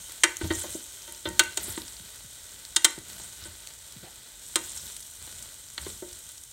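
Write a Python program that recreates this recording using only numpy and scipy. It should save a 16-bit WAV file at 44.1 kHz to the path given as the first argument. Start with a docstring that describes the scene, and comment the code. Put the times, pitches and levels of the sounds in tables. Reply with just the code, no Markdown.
"""Turning chicken in an air fryer

Steel tongs turn chicken pieces in a fryer basket on a kitchen counter, heard from just above.
Each impact excites the damped modes of basket and tongs: bare steel clacks, while padded tips and
meat knock softly and shake the housing. Bursting bubbles of hot fat sizzle and spit, the sizzle
flaring at each turn. Meat rubs, steam whistles faintly, and a small kitchen reverberates and drones."""
import sys
import numpy as np
from scipy import signal
from scipy.fft import rfft, irfft
from scipy.io import wavfile
from scipy.ndimage import uniform_filter1d

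SR = 44100
rng = np.random.default_rng(int(sys.argv[2]) if len(sys.argv) > 2 else 0)


def digitize_waveform(pressure):
    """Quantize a signal to 16-bit integers and store it at the path in sys.argv[1].

    Rows of a 2-D input are taken as channels; values are limited to [-1, 1].
    """
    field = np.atleast_2d(pressure).T
    bounded = np.clip(field, -1, 1)
    quanta = np.round(bounded * 32767).astype(np.int16)
    wavfile.write(sys.argv[1], SR, quanta)


N = 287532

# Steel on metal; ring_ratio scales the decay times, and the two struck modes are excited most:
# start_s, pot_db, basket_db, arms_db, dull_above_hz, contact_ms, ring_ratio, struck_hz, struck_hz
STEEL_IMPACTS = [(0.235, -33, -26, -21.5, 8200, 5.3, 0.66, 2015, 2360),
                 (1.3937, -35, -26.5, -22.5, 15500, 2.4, 0.69, 1512, 2800),
                 (1.5727, -43, -44, -35.5, 18000, 1.4, 0.43, 6930, 8500),
                 (2.762, -46.5, -35.5, -27, 10300, 3.7, 0.59, 3698, 5040),
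                 (2.8452, -38, -28, -23, 15500, 5.2, 0.62, 3154, 7754),
                 (4.557, -37, -35.5, -27, 11000, 1.4, 0.74, 1060, 1232),
                 (5.779, -55, -44, -38.5, 4370, 1.4, 0.17, 3805, 4140)]
# Padded tips and meat on the basket:
# start_s, level_db, tilt_db_per_octave, contact_ms, ring_ratio, struck_hz, struck_hz
PADDED_IMPACTS = [(0.411, -39.5, -2.5, 9, 0.3, 328, 1512), (0.441, -42.5, -3, 3.7, 0.45, 235, 328),
                  (0.504, -32, -2, 12, 0.77, 328, 1878), (.637, -45.5, -3, 11, 0.56, 594, 1060),
                  (.749, -43.5, -12, 2.4, 0.33, 328, 594), (1.076, -56.5, 1, 5.3, 1.7, 594, 915),
                  (1.2543, -39.5, -0.17, 3, 1, 594, 3530), (1.27, -44, -1.4, 3, 1.6, 918, 1878),
                  (1.679, -51, -4, 13, .24, 360, 1232), (1.775, -42.5, -1.5, .86, 0.2, 328, 918),
                  (2.978, -50.5, -4, 1.2, 0.19, 235, 328), (3.197, -57, -0.5, 4, 0.091, 920, 1060),
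                  (3.452, -56, -0.5, 21, 0.87, 594, 1512), (4.029, -55.5, -0.5, 54, 0.38, 520, 660),
                  (5.275, -61, 0.5, 3, 0.11, 1060, 3530), (5.864, -45.5, -3, 2.5, 0.12, 360, 1060),
                  (6.022, -43.5, -6, 1.9, 0.77, 360, 594)]
# Six registers, which each point of contact excites differently: edge_hz
REGISTER_EDGES = [150, 750, 1300, 2600, 4700, 9600, 16000]
# Modes of basket and pot below 2 kHz, of the tong arms above: pitch_hz, level_db, t60_s
METAL_MODES = [(255, -15, .08), (329, -3, .15), (360, -5, .2), (520, -12, .1), (594, -13, .2),
               (660, -18, .18), (918, -10, .22), (1060, -11, .16), (1234, -7, .12), (1370, -6, .12),
               (1512, 1, .11), (1878, -5, .13), (1935, -4, .07), (2015, -6, .15), (2055, -7, .12),
               (2311, -10, .1), (2760, -11, .13), (3154, 0, .08), (3302, -5, .07), (3530, -7, .08),
               (3698, -3, .11), (3805, -4, .08), (4140, -4, .09), (5088, -6, .07), (6550, -3, .07),
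               (6934, -1, .07), (7752, -2, .07), (8422, -1, .08), (9300, -4, .07)]
# Two broad dips that soften the rattle's treble: centre_hz, width_hz, gain_db
RATTLE_DIPS = [(2550, 600, -3.5), (5230, 1200, -6.5)]
# Peaks and dips in the response of the air in the pot: centre_hz, width_hz, gain_db
CAVITY_RESPONSE = [(349, 42, -8.5), (617, 95, -5.5), (796, 32, 2.5), (897, 97, 9.5), (1432, 58, -1.5),
                   (1492, 202, 9.5), (1970, 200, 8), (2715, 64, -19), (3120, 42, 4)]
# The housing rocks on the counter: start_s, peak_db
HOUSING_THUMPS = [(.433, -26.5), (0.504, -31.5), (.571, -37), (1.271, -38), (1.695, -36), (3.425, -43.5),
                  (3.484, -46.5), (5.866, -44)]
# Soft bumps that sink in pitch: start_s, peak_db
SOFT_BUMPS = [(.008, -53), (0.451, -32), (2, -47), (2.045, -53), (2.244, -46.5), (2.977, -41.5),
              (3.963, -41), (4.028, -45)]
# The loudest bursts of fat: start_s, level_db, pitch_hz, t60_s
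FAT_SPITS = [(0.121, -23, 9700, 0.0089), (0.369, -16.5, 8000, 0.01), (1.123, -22.5, 11000, 0.016),
             (1.288, -20, 8500, 0.019), (1.437, -21, 8000, 0.011), (1.637, -22, 10200, 0.059),
             (1.721, -21, 8800, 0.032), (1.818, -23.5, 4200, .014), (2.651, -25, 5800, 0.0067),
             (3.673, -23.5, 5750, 0.0036), (4.7734, -22, 7460, 0.023), (4.789, -31, 6700, 0.13),
             (4.966, -20, 9000, 0.0077), (5.4243, -23, 8300, 0.029), (6.129, -25, 7700, 0.022),
             (6.29, -27, 8500, 0.017)]
# A piece is moved: start_s, length_s, sizzle_flare_db, rub_db, rumble_db
MEAT_MOVES = [(0, 0.013, -44, -67, -80), (.4, 0.29, -41, -51, -52.5), (1.23, 0.18, -76, -61, -48),
              (1.558, 0.15, -43.5, -46.5, -49), (3.04, .2, -47, -54, -57), (3.38, 0.069, -57, -53, -56),
              (4.39, 0.22, -46.5, -115, -61), (4.6, 0.27, -42.5, -54, -61), (5.18, .24, -48, -56.5, -58),
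              (5.77, 0.14, -44.5, -54.5, -51), (6.05, .22, -53, -63, -68)]
# Frying between the moves: time_s, sizzle_db, simmer_db
RESTING_LEVELS = [(0, -49, -56), (2.4, -48.5, -56), (4.2, -50.5, -57), (5.7, -49.5, -59.5),
                  (6.52, -51, -62)]
# Spectrum of the sizzle as heard through the microphone, dipping near 10 kHz: frequency_hz, density_db
HEARD_SIZZLE_SPECTRUM = [(1200, -63), (2600, -12.5), (3200, -6), (3900, -4.5), (4900, -14.5), (6200, -3),
                         (7500, 2.5), (8800, 1), (9600, -5.5), (10300, -14), (11400, -5), (13300, -12),
                         (15700, -13.5)]
# Spectra of the rub and the rumble of moving meat: frequency_hz, density_db
RUB_SPECTRUM = [(120, -18), (200, -12.5), (330, 6.5), (480, -1), (620, 7.5), (780, -7.5), (1200, -2),
                (2000, -4), (2700, 1.5), (4000, 6), (7000, -7.5)]
RUMBLE_SPECTRUM = [(30, -39), (55, 6), (85, 4), (120, -4), (180, -4), (260, -9.5), (500, -37)]
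# Envelope of the steam whistle: time_s, level_db
WHISTLE_LEVELS = [(0, -57), (.35, -58), (.55, -48), (.75, -55), (1.05, -55), (1.25, -70), (1.6, -90)]
# Its two tones: pitch_hz, width_hz, level_db
WHISTLE_TONES = [(3130, 120, -5), (6470, 18, -2.5)]
# Low background of the kitchen: frequency_hz, density_db
DRONE_SPECTRUM = [(20, -38), (35, -17), (52, -6.5), (70, -15), (110, -15.5), (250, -34), (600, -40)]


def clacks():
    """Hard impact: bare steel excites a wide band of modes; a glancing blow loses the treble."""
    out = np.zeros(N)
    for start_s, pot_db, basket_db, arms_db, dull_hz, contact_ms, ring, *struck_hz in STEEL_IMPACTS:
        levels_db = np.r_[pot_db, basket_db - 9.5, basket_db, arms_db - 3.5, arms_db + 1, arms_db - 9.5]
        rolloff_db = -10 * np.log10(1 + 2 ** (6 * octaves_above(dull_hz)))
        levels_db += rolloff_db + struck_lift(struck_hz)
        clack = impact(levels_db, contact_ms, ring, struck_hz,
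                       rattle_db=12, rattle_t60=.03, snap=2.1, build_cycles=1.5, push=.15)
        add(out, start_s, clack)
    return out


def knocks():
    """Cushioned impact: a soft contact excites only the four lowest registers."""
    out = np.zeros(N)
    centres = octaves_above(1)[:4]
    height_octaves = centres - centres[0] - .046
    for start_s, db, tilt_db, contact_ms, ring, *struck_hz in PADDED_IMPACTS:
        levels_db = db + np.array([0, -9, -1.5, 0]) + tilt_db * height_octaves
        levels_db += struck_lift(struck_hz)[:4]
        knock = impact(levels_db, contact_ms, ring, struck_hz,
                       rattle_db=6, rattle_t60=.056, snap=1, build_cycles=.097, push=.1)
        add(out, start_s, knock)
    return out


def impact(levels_db, contact_ms, ring, struck_hz, rattle_db, rattle_t60, snap, build_cycles, push):
    """Modal superposition: surfaces chatter while in contact, then basket and tongs ring freely."""
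    t = np.arange(SR // 2) / SR
    contact_s = max(contact_ms, .5) / 1000
    # dense, short-lived modes blur into a rattle, renewed by each rebound
    rebounds = snap * fade(t % (1.4 * contact_s), .00063) * fade(t, 8 * contact_s) * (t < contact_s)
    rattle = undb(rattle_db) * rng.standard_normal(len(t)) * (fade(t - contact_s, rattle_t60) + rebounds)
    # low modes lie far apart and ring singly, so the rattle is thin there
    sound = colour_rattle(band(rattle, 1370, SR / 2, order=1))
    struck = [np.argmin(np.abs(np.array(METAL_MODES)[:, 0] - hz)) for hz in struck_hz]
    for k, (hz, db, t60) in enumerate(METAL_MODES):
        gain = undb(db + 9 * (k in struck) + rng.standard_normal())
        build_up = 1 - np.exp(-t / (build_cycles / hz + push * contact_s))
        gripped_hz = hz * (1 + .0012 * rng.standard_normal())  # the grip detunes each mode
        phase = 2 * np.pi * (gripped_hz * t + rng.random())
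        sound += gain * build_up * fade(t, t60 * ring) * np.sin(phase)
    out = 0
    for lo_hz, hi_hz, db in zip(REGISTER_EDGES, REGISTER_EDGES[1:], levels_db):
        register = band(sound, lo_hz, hi_hz, order=5)
        out = out + undb(db) * register / np.std(register[t < .04])
    return out


def struck_lift(struck_hz):
    """Selective excitation: registers holding the modes struck hardest gain 3.5 dB."""
    return 3.5 * (np.histogram(struck_hz, REGISTER_EDGES)[0] > 0)


def thumps():
    """Free vibration: the housing rocks at its natural frequency; softer bumps sink in pitch."""
    out = np.zeros(N)
    for start_s, db in HOUSING_THUMPS:
        add(out, start_s, undb(db) * swing(hz=87.2, t60=.2, fall_octaves=0))
    for start_s, db in SOFT_BUMPS:
        add(out, start_s, undb(db) * swing(hz=255, t60=.1, fall_octaves=1.83))
    return out


def swing(hz, t60, fall_octaves):
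    """Damped oscillation with an optional downward glide; peak 1."""
    t = np.arange(SR // 3) / SR
    pitch_hz = hz * 2 ** (-fall_octaves * (1 - np.exp(-t / .017)))
    envelope = fade(t, t60) * (1 - np.exp(-t / .0031))
    sound = envelope * np.sin(2 * np.pi * np.cumsum(pitch_hz) / SR)
    return sound / np.abs(sound).max()


def spits(faint_per_s=8):
    """Pressure transients of bursting fat: small droplets snap, larger ones swell into a short hiss."""
    out, t = np.zeros(N), np.arange(SR // 8) / SR
    faint = [(when * N / SR, -30.5 + 6 * (size - .5), 7800 * 2 ** (pitch - .5), .017)
             for when, size, pitch in rng.random((int(faint_per_s * N / SR), 3))]
    for start_s, db, hz, t60 in FAT_SPITS + faint:
        swell = 1 - np.exp(-t / (t60 ** 2 + 1e-5))
        hiss = band(rng.standard_normal(len(t)) * swell * fade(t, t60), hz / 1.38, hz * 1.15, order=2)
        snap = band(rng.standard_normal(len(t)) * fade(t, .002), hz / 3, hz * 1.5, order=1)
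        sharpness = np.exp(-(t60 / .022) ** 2)
        spit = .59 * hiss / np.abs(hiss).max() + sharpness * snap / np.abs(snap).max()
        add(out, start_s, undb(db) * spit)
    return out


def sizzle(level_db, rub_db):
    """Bubble noise: countless bursts sum to a hiss that sputters as meat brings fat to hot metal."""
    bubbles = rng.standard_normal(N) + undb(-3) * grains(per_s=1500, spread_db=5)
    hiss = in_pot(bubbles, HEARD_SIZZLE_SPECTRUM)
    sputter_db = .5 + 5.2 * np.clip((rub_db + 56) / 10, 0, 1)
    edges_hz = (200, 5000, 7300, 10300, 16500)
    out = sum(band(hiss, lo_hz, hi_hz, order=5) * undb(sputter_db * wander(70))
              for lo_hz, hi_hz in zip(edges_hz, edges_hz[1:]))
    return out * undb(level_db + .22 + .27 * wander(37))


def meat(rub_db, rumble_db):
    """Stick-slip friction: wet pieces rub on each other, and rumble as they roll over the basket."""
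    slips = grains(per_s=260, spread_db=3.5)
    friction = in_pot(rng.standard_normal(N) + undb(-4) * slips, RUB_SPECTRUM)
    rub = friction * undb(rub_db + 4.44 + wander(21.97))
    rumble = in_pot(rng.standard_normal(N), RUMBLE_SPECTRUM) * undb(rumble_db + 2.1 * wander(23))
    return rub + rumble


def turning_levels(attack_s=.046, linger_share=.41):
    """Powers of the moves add to flare, rub and rumble in dB; the flare lingers as juice boils off."""
    t, power = np.arange(N) / SR, 1e-12
    for start_s, length_s, flare_db, rub_db, rumble_db in MEAT_MOVES:
        age_s = t - start_s
        motion = np.clip(age_s / attack_s, 0, 1) * fade(age_s - length_s, t60=.84)
        boil = np.clip(age_s / length_s, 0, 1) ** .5 * fade(age_s - length_s, t60=6.4)
        flare = (1 - linger_share) * motion + linger_share * boil
        amplitudes = np.array([undb(flare_db) * flare, undb(rub_db) * motion, undb(rumble_db) * motion])
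        power = power + amplitudes ** 2
    return 10 * np.log10(power)


def steam():
    """Flow tones: steam squeezed from the meat whistles unsteadily in two narrow bands, then dies."""
    whistle = 0
    for hz, width, db in WHISTLE_TONES:
        gain = undb(db + 2.2 * wander(31))
        whistle += gain * unit(band(rng.standard_normal(N), hz - width / 2, hz + width / 2, order=1))
    return unit(whistle) * undb(np.interp(np.arange(N) / SR, *np.transpose(WHISTLE_LEVELS)))


def in_pot(x, spectrum):
    """Cavity resonance: the pot's peaks and dips are laid over a steady sound's spectrum; rms 1."""
    hz = np.arange(N // 2 + 1) * SR / N + 1e-3
    points_hz, db = np.transpose(spectrum)
    shape_db = np.interp(np.log(hz), np.log(points_hz), db)
    cavity_db = sum(gain_db / (1 + (2 * (hz - centre) / width) ** 2)
                    for centre, width, gain_db in CAVITY_RESPONSE)
    return unit(irfft(rfft(x) * undb(shape_db + cavity_db), N))


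def colour_rattle(x, cavity_share=.23):
    """Resonant filtering: the pot's air lightly colours a rattle; two broad dips soften its treble."""
    cavity = [(hz, width, cavity_share * db) for hz, width, db in CAVITY_RESPONSE]
    for hz, width, db in cavity + RATTLE_DIPS:
        x = x + (undb(db) - 1) * band(x, hz - width / 2, hz + width / 2, order=1)
    return x


def kitchen(x, wet_db, t60, treble_t60):
    """Reverberation: reflections from counter, lid and cupboards merge into a short diffuse tail."""
    t = np.arange(SR // 2) / SR
    reflections = rng.standard_normal(len(t)) * np.clip((t - .004) / .0014, 0, 1)
    body = band(reflections, 130, 2600) * fade(t, t60)
    treble = undb(-6.5) * band(reflections, 2620, 11000) * fade(t, treble_t60)
    response = unit(body + treble) / np.sqrt(len(t))
    return x + undb(wet_db) * signal.fftconvolve(x, response)[:N]


def drone(level_db=-60):
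    """Stationary noise: the steady low background of the kitchen."""
    return in_pot(rng.standard_normal(N), DRONE_SPECTRUM) * undb(level_db)


def undb(db):
    """Decibels to amplitude ratio."""
    return 10 ** (np.asarray(db) / 20)


def power_sum(a_db, b_db):
    """Incoherent sounds add in power; result in dB."""
    return 20 * np.log10(np.hypot(undb(a_db), undb(b_db)))


def unit(x):
    """Normalisation to rms 1."""
    return x / np.sqrt(np.mean(x ** 2) + 1e-20)


def fade(t, t60):
    """Exponential decay from t = 0, by 60 dB in t60 seconds (1 ms at least)."""
    return np.exp(-np.log(1000) * np.maximum(t, 0) / max(t60, 1e-3))


def add(out, start_s, sound):
    """Superposition of a sound on the mix."""
    i = max(int(start_s * SR), 0)
    out[i:i + len(sound)] += sound[:max(N - i, 0)]


def band(x, lo_hz, hi_hz, order=3):
    """Causal band-pass, its upper edge held at least 1 kHz below half the sample rate."""
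    edges_hz = [lo_hz, min(hi_hz, SR / 2 - 1000)]
    return signal.sosfilt(signal.butter(order, edges_hz, "band", fs=SR, output="sos"), x)


def octaves_above(hz):
    """Interval from a frequency up to each register's centre."""
    edges = np.log2(np.array(REGISTER_EDGES) / hz)
    return (edges[:-1] + edges[1:]) / 2


def wander(rate_hz):
    """Random modulation: held values, smoothed twice; rms 1."""
    hold = int(SR / rate_hz)
    steps = np.repeat(rng.standard_normal(N // hold + 1), hold)
    return unit(uniform_filter1d(uniform_filter1d(steps, hold), hold)[:N])


def grains(per_s, spread_db):
    """Shot noise: impulses of random time, size and sign; rms 1."""
    size = undb(spread_db * np.minimum(rng.exponential(size=N), 4))
    return unit((rng.random(N) < per_s / SR) * size * rng.choice([-1, 1], N))


def scene():
    """Superposition: reverberant blows and spits over frying that flares as pieces are turned."""
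    times_s, *levels = np.transpose(RESTING_LEVELS)
    calm_db, simmer_db = (np.interp(np.arange(N) / SR, times_s, db) for db in levels)
    flare_db, slide_db, roll_db = turning_levels()
    rub_db = power_sum(simmer_db, slide_db)
    hits = kitchen(clacks() + knocks() + thumps() + spits(), wet_db=-15.5, t60=.32, treble_t60=.33)
    frying = sizzle(power_sum(calm_db, flare_db), rub_db) + steam()
    pieces = meat(rub_db, rumble_db=power_sum(-65.5, roll_db))
    return (hits + frying + pieces + drone())[None]


def record(dry, ceiling=3.3, cutoff_hz=15750):
    """Soft saturation rounds the highest peaks; a steep low-pass removes the top of the treble."""
    lowpass = signal.ellip(10, .2, 80, cutoff_hz, fs=SR, output="sos")
    return signal.sosfilt(lowpass, ceiling * np.tanh(dry / ceiling))


dry = scene()
out = record(dry)
digitize_waveform(out)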